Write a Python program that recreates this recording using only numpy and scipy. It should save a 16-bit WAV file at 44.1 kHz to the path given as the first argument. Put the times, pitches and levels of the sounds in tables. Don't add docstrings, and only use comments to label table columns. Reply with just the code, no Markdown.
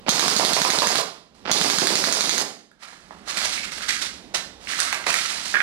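import sys
import numpy as np
from scipy import signal
from scipy.fft import rfft, irfft
from scipy.io import wavfile
from scipy.ndimage import uniform_filter1d

SR = 44100
rng = np.random.default_rng(int(sys.argv[2]) if len(sys.argv) > 2 else 0)


def wrap_up_sound(samples):
    columns = np.atleast_2d(samples).T
    tamed = np.clip(columns, -1, 1)
    steps = np.round(tamed * 32767).astype(np.int16)
    wavfile.write(sys.argv[1], SR, steps)


N = 247842

# (time [s], air puff level [dB], target strike level [dB])
SHOTS = [(0.0906, -19.5, -16), (0.194, -50, -14.5), (0.28, -31, -17), (0.3633, -30, -7.5),
         (0.4484, -29.5, -18), (0.5326, -26, -11.5), (0.616, -30, -8), (0.7016, -30, -14),
         (0.7862, -29, -8.5), (0.87, -32, -15.5), (0.955, -41, -11), (1.514, -27, -15),
         (1.6125, -26, -10.5), (1.699, -48, -30), (1.7844, -28, -11), (1.87, -47, -13.5), (1.954, -36, -21),
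         (2.039, -31, -16.5), (2.1238, -51, -18), (2.207, -37, -21.5), (2.293, -42, -19.5),
         (2.379, -45, -18.5)]
# (motor on [s], first shot [s], motor off [s], winding growl [dB], running growl [dB],
# gear hiss [dB], whine [dB], pellet flight [s], first target mode [Hz], second target mode [Hz])
BURSTS = [(0.061, 0.085, 1.018, -28, -30.5, -25, -43, .033, 982, 676),
          (1.449, 1.509, 2.425, -34, -32.5, -25.5, -29, .033, 370, 613)]
TICK_SPREAD_DB = 2.8


def shots():
    # (frequency [Hz], bandwidth [Hz], gain [dB])
    crack_modes = [(796, 2100, -11.5), (2210, 810, 7), (4300, 2100, 5), (6340, 400, 2), (10150, 1400, -3.5)]
    slam_db, opening_boost_db, puff_lag_s = -0.5, 5, .003
    crack, thump = np.zeros(N), np.zeros(N)
    t = np.arange(-400, 400) / SR
    puff = np.sin(2 * np.pi * 185 * t) * np.exp(-(t / 0.0047) ** 2)
    for s, thump_db, _ in SHOTS:
        slam = blow(rise_s=.0018, fall_s=.0005, ragged=.14)
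        slam += -.55 * np.roll(slam, 17)
        opening = min(abs(s - burst[1]) for burst in BURSTS) < .02
        add(crack, s, slam_db + opening_boost_db * opening, dulled(ring(slam, crack_modes)))
        add(thump, s + puff_lag_s + t[0], thump_db, puff)
    return crack, thump


def target_strikes():
    out = np.zeros(N)
    for shot_s, _, db in SHOTS:
        *_, flight_s, first_hz, second_hz = [burst for burst in BURSTS if burst[0] < shot_s][-1]
        hit_s = shot_s + flight_s
        box_modes = [(first_hz, 170, 1.5), (second_hz, 260, 0.5), (2000, 900, -12)]
        smack = ring(blow(rise_s=.0008, fall_s=0.0021, ragged=0.32), box_modes)
        shudder = ring(blow(rise_s=0.0067, fall_s=0.014, ragged=4.8), box_modes)
        add(out, hit_s, db, ring(smack, [(775, 5300, 0)]))
        add(out, hit_s + .004, db - 7, ring(shudder, [(720, 1930, 0)]))
    return out


def motor_levels():
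    catch_s, settle_s, strain_db, sag_db_per_s = 0.0039, 0.0081, 6, -2
    t, out = np.arange(N) / SR, 0
    for on, first, off, wind_db, run_db, hiss_db, *_ in BURSTS:
        times = [on, on + catch_s, first, first + settle_s, off]
        tired_db = sag_db_per_s * (off - first)
        growl_db = [wind_db - 39, wind_db, wind_db + strain_db, run_db, run_db + tired_db]
        winding_db = hiss_db + np.array([-44, -24, -5, -48, -71])
        running_db = hiss_db + np.array([-60, -35, -12, 0.5, tired_db])
        gains = gain_of([np.interp(t, times, db) for db in (growl_db, winding_db, running_db)])
        out = out + gains * (t > on) * (t < off)
    return out


def gears():
    # (frequency [Hz], bandwidth [Hz], gain [dB])
    shell_modes = [(304, 120, 5), (670, 870, 14.5), (1075, 1100, 0), (1300, 93, 12), (2260, 450, 2)]
    # (frequency [Hz], relative spectral density [dB])
    hiss_spectrum = [(880, -27), (1500, -22), (1960, -5), (2880, -4.5), (3810, -1.5), (4780, 4),
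                     (6560, -3.5), (7840, -6.5), (9560, -9.5), (15100, -23.5), (16000, -24)]
    growl_gain, winding_gain, running_gain = motor_levels()
    shot_times = np.transpose(SHOTS)[0]
    drawn = np.interp(np.arange(N) / SR, shot_times, np.arange(len(SHOTS))) % 1
    load = gain_of(-9 * np.exp(-((drawn - .2) / 0.14) ** 2))
    slack = gain_of(-4 * drawn ** 3)
    hiss = colour(grains(per_s=6000, spread_db=TICK_SPREAD_DB), hiss_spectrum)
    growl = evened(ring(grains(per_s=900, spread_db=4.3), shell_modes))
    shell = load * growl_gain * growl + winding_gain * hiss
    lowpass = signal.butter(6, 5230, fs=SR, output="sos")
    return signal.sosfilt(lowpass, shell) + running_gain * slack * hiss


def whine():
    # (frequency [Hz], bandwidth [Hz], gain [dB])
    gear_modes = [(3690, 45, 1), (4100, 45, -1), (4700, 42, -2)]
    length_s, edge_s = 0.091, 0.017
    t, gate = np.arange(N) / SR, 0
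    for _, first, _, _, _, _, db, *_ in BURSTS:
        inside_s = np.minimum(t - first, first + length_s - t)
        gate = gate + gain_of(db) * np.clip(inside_s / edge_s, 0, 1)
    singing = ring(rng.standard_normal(N), gear_modes)
    return gate * evened(ring(singing, [(4180, 1500, 0)]))


def clicks():
    # (time [s], level [dB], hollow resonance [Hz], relative tick level [dB])
    knocks = [(2.715, -42.5, 1250, -8), (3.108, -25.5, 890, -35), (3.276, -28, 930, -11),
              (3.371, -20.5, 2380, -2), (3.417, -18, 1090, -17), (3.577, -16.5, 2240, -10.5),
              (3.634, -21.5, 2320, -26), (3.72, -32, 1920, -1), (3.807, -25, 1370, -16),
              (3.89, -21, 1800, -11), (3.896, -17, 1840, -10), (3.906, -16, 2000, -10),
              (4.021, -46, 1420, 1), (4.341, -24.5, 606, -28), (4.346, -19, 1680, 0),
              (4.672, -19.5, 2300, -35), (4.701, -23.5, 2050, -30), (4.734, -18, 1980, -11),
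              (4.789, -19, 1530, -8), (4.802, -13, 1640, 9.5), (4.927, -8.5, 1760, -7),
              (4.929, -19, 785, -28), (4.945, -27, 2065, 7), (5.04, -24, 2070, -35), (5.067, -10, 2110, -8),
              (5.068, -15.5, 775, -30), (5.103, -11, 1800, -2), (5.141, -9.5, 1960, -2),
              (5.541, -9, 1630, -24), (5.546, -4, 1610, -35), (5.554, -4, 1670, -27),
              (5.569, -7.5, 1630, -37), (5.603, -4.5, 1670, -27)]
    # (frequency [Hz], bandwidth [Hz], gain [dB])
    tick_modes = [(4330, 1000, 3), (5160, 1600, -7), (7500, 2500, -1)]
    out = np.zeros(N)
    for s, db, hz, tick_db in knocks:
        push = blow(rise_s=.0004, fall_s=0.0014, ragged=0.67)
        add(out, s, db, ring(ring(push, [(hz, 600, 0)]), [(hz, 1200, 0)]))
        add(out, s, db + tick_db, dulled(ring(np.diff(push), tick_modes)))
    return out


def shake_levels():
    # (peak time [s], rise [s], level [dB], decay [dB/s],
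    # relative hollow level [dB], relative deep level [dB])
    shakes = [(1.347, .004, -59.5, 70, -25, -2), (2.831, 0.045, -47, 61, -0.5, -6.5),
              (3.12, 0.037, -57.5, 42, 1.5, -4), (3.296, 0.044, -31.5, 101, -6, -7.5),
              (3.373, 0.02, -26.5, 128, -6, -13.5), (3.445, 0.047, -28, 116, -12, -12),
              (3.53, 0.022, -31.5, 107, -9, -15), (3.635, 0.011, -37.5, 152, -2, -26),
              (3.721, .015, -34, 134, -6.5, -15), (3.78, .02, -38, 88, -5, -14),
              (3.824, .015, -36, 90, -2, -29), (3.89, 0.012, -26, 98, -6, -24),
              (4.02, 0.016, -29, 214, -7.5, -13), (4.347, 0.0084, -21.5, 327, -7, -11),
              (4.648, 0.067, -45.5, 104, -8, -7), (4.71, 0.048, -31, 104, -5, -16),
              (4.8, 0.033, -25.5, 113, -5, -13), (4.87, 0.013, -32.5, 117, 2.5, -13),
              (4.928, 0.008, -38.5, 126, -24, 3), (5.066, 0.0027, -25.5, 127, -11, -7.5),
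              (5.16, 0.15, -28.5, 54, -3.5, -45), (5.3, 0.047, -31.5, 44, -8.5, -12.5),
              (5.455, 0.017, -32.5, 61, -17, -16), (5.545, 0.0046, -51, 5, 13.5, -13.5)]
    t, power = np.arange(N) / SR, 0
    for s, rise_s, db, decay, hollow_db, deep_db in shakes:
        swell = np.clip(1 + (t - s) / rise_s, 0, 1) ** 1.4
        envelope = swell * gain_of(db - decay * np.maximum(t - s, 0))
        power = power + (envelope * gain_of([[0], [hollow_db], [deep_db]])) ** 2
    return np.sqrt(power)


def rattle():
    slow_noise = uniform_filter1d(uniform_filter1d(rng.standard_normal(N), 500), 500)
    bunching = gain_of(1.46 * evened(slow_noise))
    bright, hollow, deep = shake_levels() * bunching
    wall = ring(grains(per_s=1500, spread_db=1.76), [(1320, 140, -.5), (1900, 1800, -.5)])
    wall = evened(ring(wall, [(1660, 740, 0)]))
    body = ring(grains(per_s=700, spread_db=0.85), [(650, 240, -1.5), (1110, 910, -0.068)])
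    body = evened(ring(body, [(880, 710, 0)]))
    # (frequency [Hz], relative spectral density [dB])
    pellet_spectrum = [(1180, -44), (2000, -5), (2490, -6), (3610, -4), (4230, -2), (5680, -5.5),
                       (9410, -13.5), (14700, -31.5), (16000, -39)]
    ticks = colour(grains(per_s=4500, spread_db=TICK_SPREAD_DB), pellet_spectrum)
    return bright * ticks + hollow * wall + deep * body


def echoes(x):
    # (delay [s], gain [dB])
    reflections = [(.0049, -5), (.011, -7), (.0172, -10), (.019, -11), (.025, -11)]
    bounced = ring(x, [(4800, 4000, 0)])
    return sum(gain_of(db) * np.r_[np.zeros(round(s * SR)), bounced][:N] for s, db in reflections)


def room_tails():
    # (frequency [Hz], reverberation time T60 [s])
    decay_times = [(150, 0.78), (500, 0.45), (1500, 0.47), (4000, 0.5), (12000, 0.38)]
    taps = np.zeros((6, SR))
    arrivals = np.arange(400, SR - 20, 20) + rng.integers(0, 20, (6, (SR - 401) // 20))
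    np.put_along_axis(taps, arrivals, rng.choice([-1., 1.], arrivals.shape), 1)
    hz, t, bands = signal.stft(taps, SR, nperseg=256)
    decay = gain_of(-60 * t / read(decay_times, hz)[:, None])
    tails = signal.istft(bands * decay, SR, nperseg=256)[1]
    return (tails / np.linalg.norm(tails[0])).reshape(2, 3, -1)


def room(x):
    crossfade = np.sqrt(2 / 3) * np.cos(np.pi * (5.3 * np.arange(N) / SR + np.arange(3)[:, None] / 3))
    return signal.fftconvolve((x * crossfade)[None], room_tails(), axes=2)[..., :N].sum(1)


def hum():
    # (frequency [Hz], relative spectral density [dB])
    hum_spectrum = [(12, -41), (25, -17), (45, -7), (90, -7), (118, -16), (180, -1.5), (262, -4),
                    (607, -11.5), (802, -11.5), (1130, -16), (1400, -19.5), (4060, -20.5), (16000, -47)]
    # (time [s], level [dB])
    gain_curve = [(0, -49), (1.2, -61), (1.34, -58.5), (1.45, -49.5), (2.6, -70), (2.951, -58), (3.4, -47),
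                  (5.62, -51)]
    gain = gain_of(np.interp(np.arange(N) / SR, *np.transpose(gain_curve)))
    return gain * np.array([colour(noise, hum_spectrum) for noise in rng.standard_normal((2, N))])


def gain_of(db):
    return 10 ** (np.asarray(db) / 20)


def evened(x):
    return x / np.sqrt(np.mean(x ** 2) + 1e-20)


def read(points, hz):
    f, value = np.transpose(points)
    return np.interp(np.log(hz + 1), np.log(f + 1), value)


def colour(x, points):
    return evened(irfft(rfft(x) * gain_of(read(points, np.fft.rfftfreq(N, 1 / SR))), N))


def ring(x, modes):
    out = 0
    for hz, width, db in modes:
        pole = np.exp((2j * np.pi * hz - np.pi * width) / SR)
        out = out + gain_of(db) * 2 * signal.lfilter([1 - abs(pole)], [1, -pole], x).real
    return out


def dulled(x):
    return signal.lfilter(*signal.butter(2, 9000, fs=SR), x)


def add(mix, s, db, sound):
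    part = mix[round(s * SR):][:len(sound)]
    part += (gain_of(db) * sound / abs(sound).max())[:len(part)]


def grains(per_s, spread_db):
    size = gain_of(spread_db * np.minimum(rng.exponential(1, N), 4)) * rng.choice([-1., 1.], N)
    return size * (rng.random(N) < per_s / SR)


def blow(rise_s, fall_s, ragged):
    t = np.arange(3000) / SR
    envelope = np.minimum(t / rise_s, 1) ** 2 * np.exp(-np.maximum(t - rise_s, 0) / fall_s)
    force = ragged * rng.standard_normal(3000) * envelope
    force[round(rise_s * SR)] = 1
    return force


def scattering(x):
    bands = signal.stft(x, nperseg=128)[2]
    scrambled = bands * np.exp(2j * np.pi * rng.random(bands.shape))
    return evened(signal.istft(scrambled, nperseg=128)[1][:N]) * x.std()


def scene():
    crack, thump = shots()
    sharp = crack + clicks()
    steady = gears() + whine() + rattle()
    far = target_strikes()
    reverberant = room(gain_of(-2.5) * sharp + gain_of(-5.5) * steady + gain_of(-2) * far)
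    early = sharp + echoes(sharp) + gain_of(1) * steady + far
    field = np.array([scattering(early), early]) + reverberant
    highpass = signal.butter(8, 130, "high", fs=SR, output="sos")
    return signal.sosfilt(highpass, field) + thump + hum()


def limiter(pair):
    threshold_db, release_db_per_s, duck_db_per_db = -12.5, 122, 0.39
    power_db = 10 * np.log10(abs(uniform_filter1d(pair[1] ** 2, 60)) + 1e-12)
    fall = np.arange(N) * release_db_per_s / SR
    held_db = np.maximum.accumulate(power_db + fall) - fall
    over_db = np.maximum(held_db - threshold_db, 0)
    duck_db = duck_db_per_db * signal.lfilter([.02], [1, -.98], over_db)
    return 1.428 * np.tanh(pair / gain_of(duck_db) / 1.442)


def record(dry):
    # (frequency [Hz], gain [dB])
    response = [(6000, 4.5), (10000, 5.5), (13000, 2.5), (16000, 2)]
    # (frequency [Hz], correlation [0-1])
    correlation = [(25, .8), (60, .35), (125, .95), (500, .9), (1500, .7), (4000, .5), (12000, .35)]
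    # (frequency [Hz], gain [dB])
    left_gain = [(25, 0), (60, -2), (125, -7.5), (400, -8), (1300, -13.5), (4400, -13), (8000, -8),
                 (15000, -18)]
    # (frequency [Hz], phase [rad])
    left_phase = [(30, -1), (260, -0.73), (1460, -1.5), (2300, -2.5), (4300, -2), (15000, -3.5)]
    hz = np.fft.rfftfreq(N, 1 / SR)
    unshared, right = rfft(dry) * gain_of(read(response, hz))
    alike = np.clip(read(correlation, hz), 0, 1)
    shadow = gain_of(read(left_gain, hz)) * np.exp(1j * read(left_phase, hz))
    left = (alike * right + np.sqrt(1 - alike ** 2) * unshared) * shadow
    band_limit = signal.firwin(511, cutoff=15950, window=("kaiser", 9), fs=SR)
    return signal.oaconvolve(limiter(irfft([left, right], N)), band_limit[None], "same")


dry = scene()
out = record(dry)
wrap_up_sound(out)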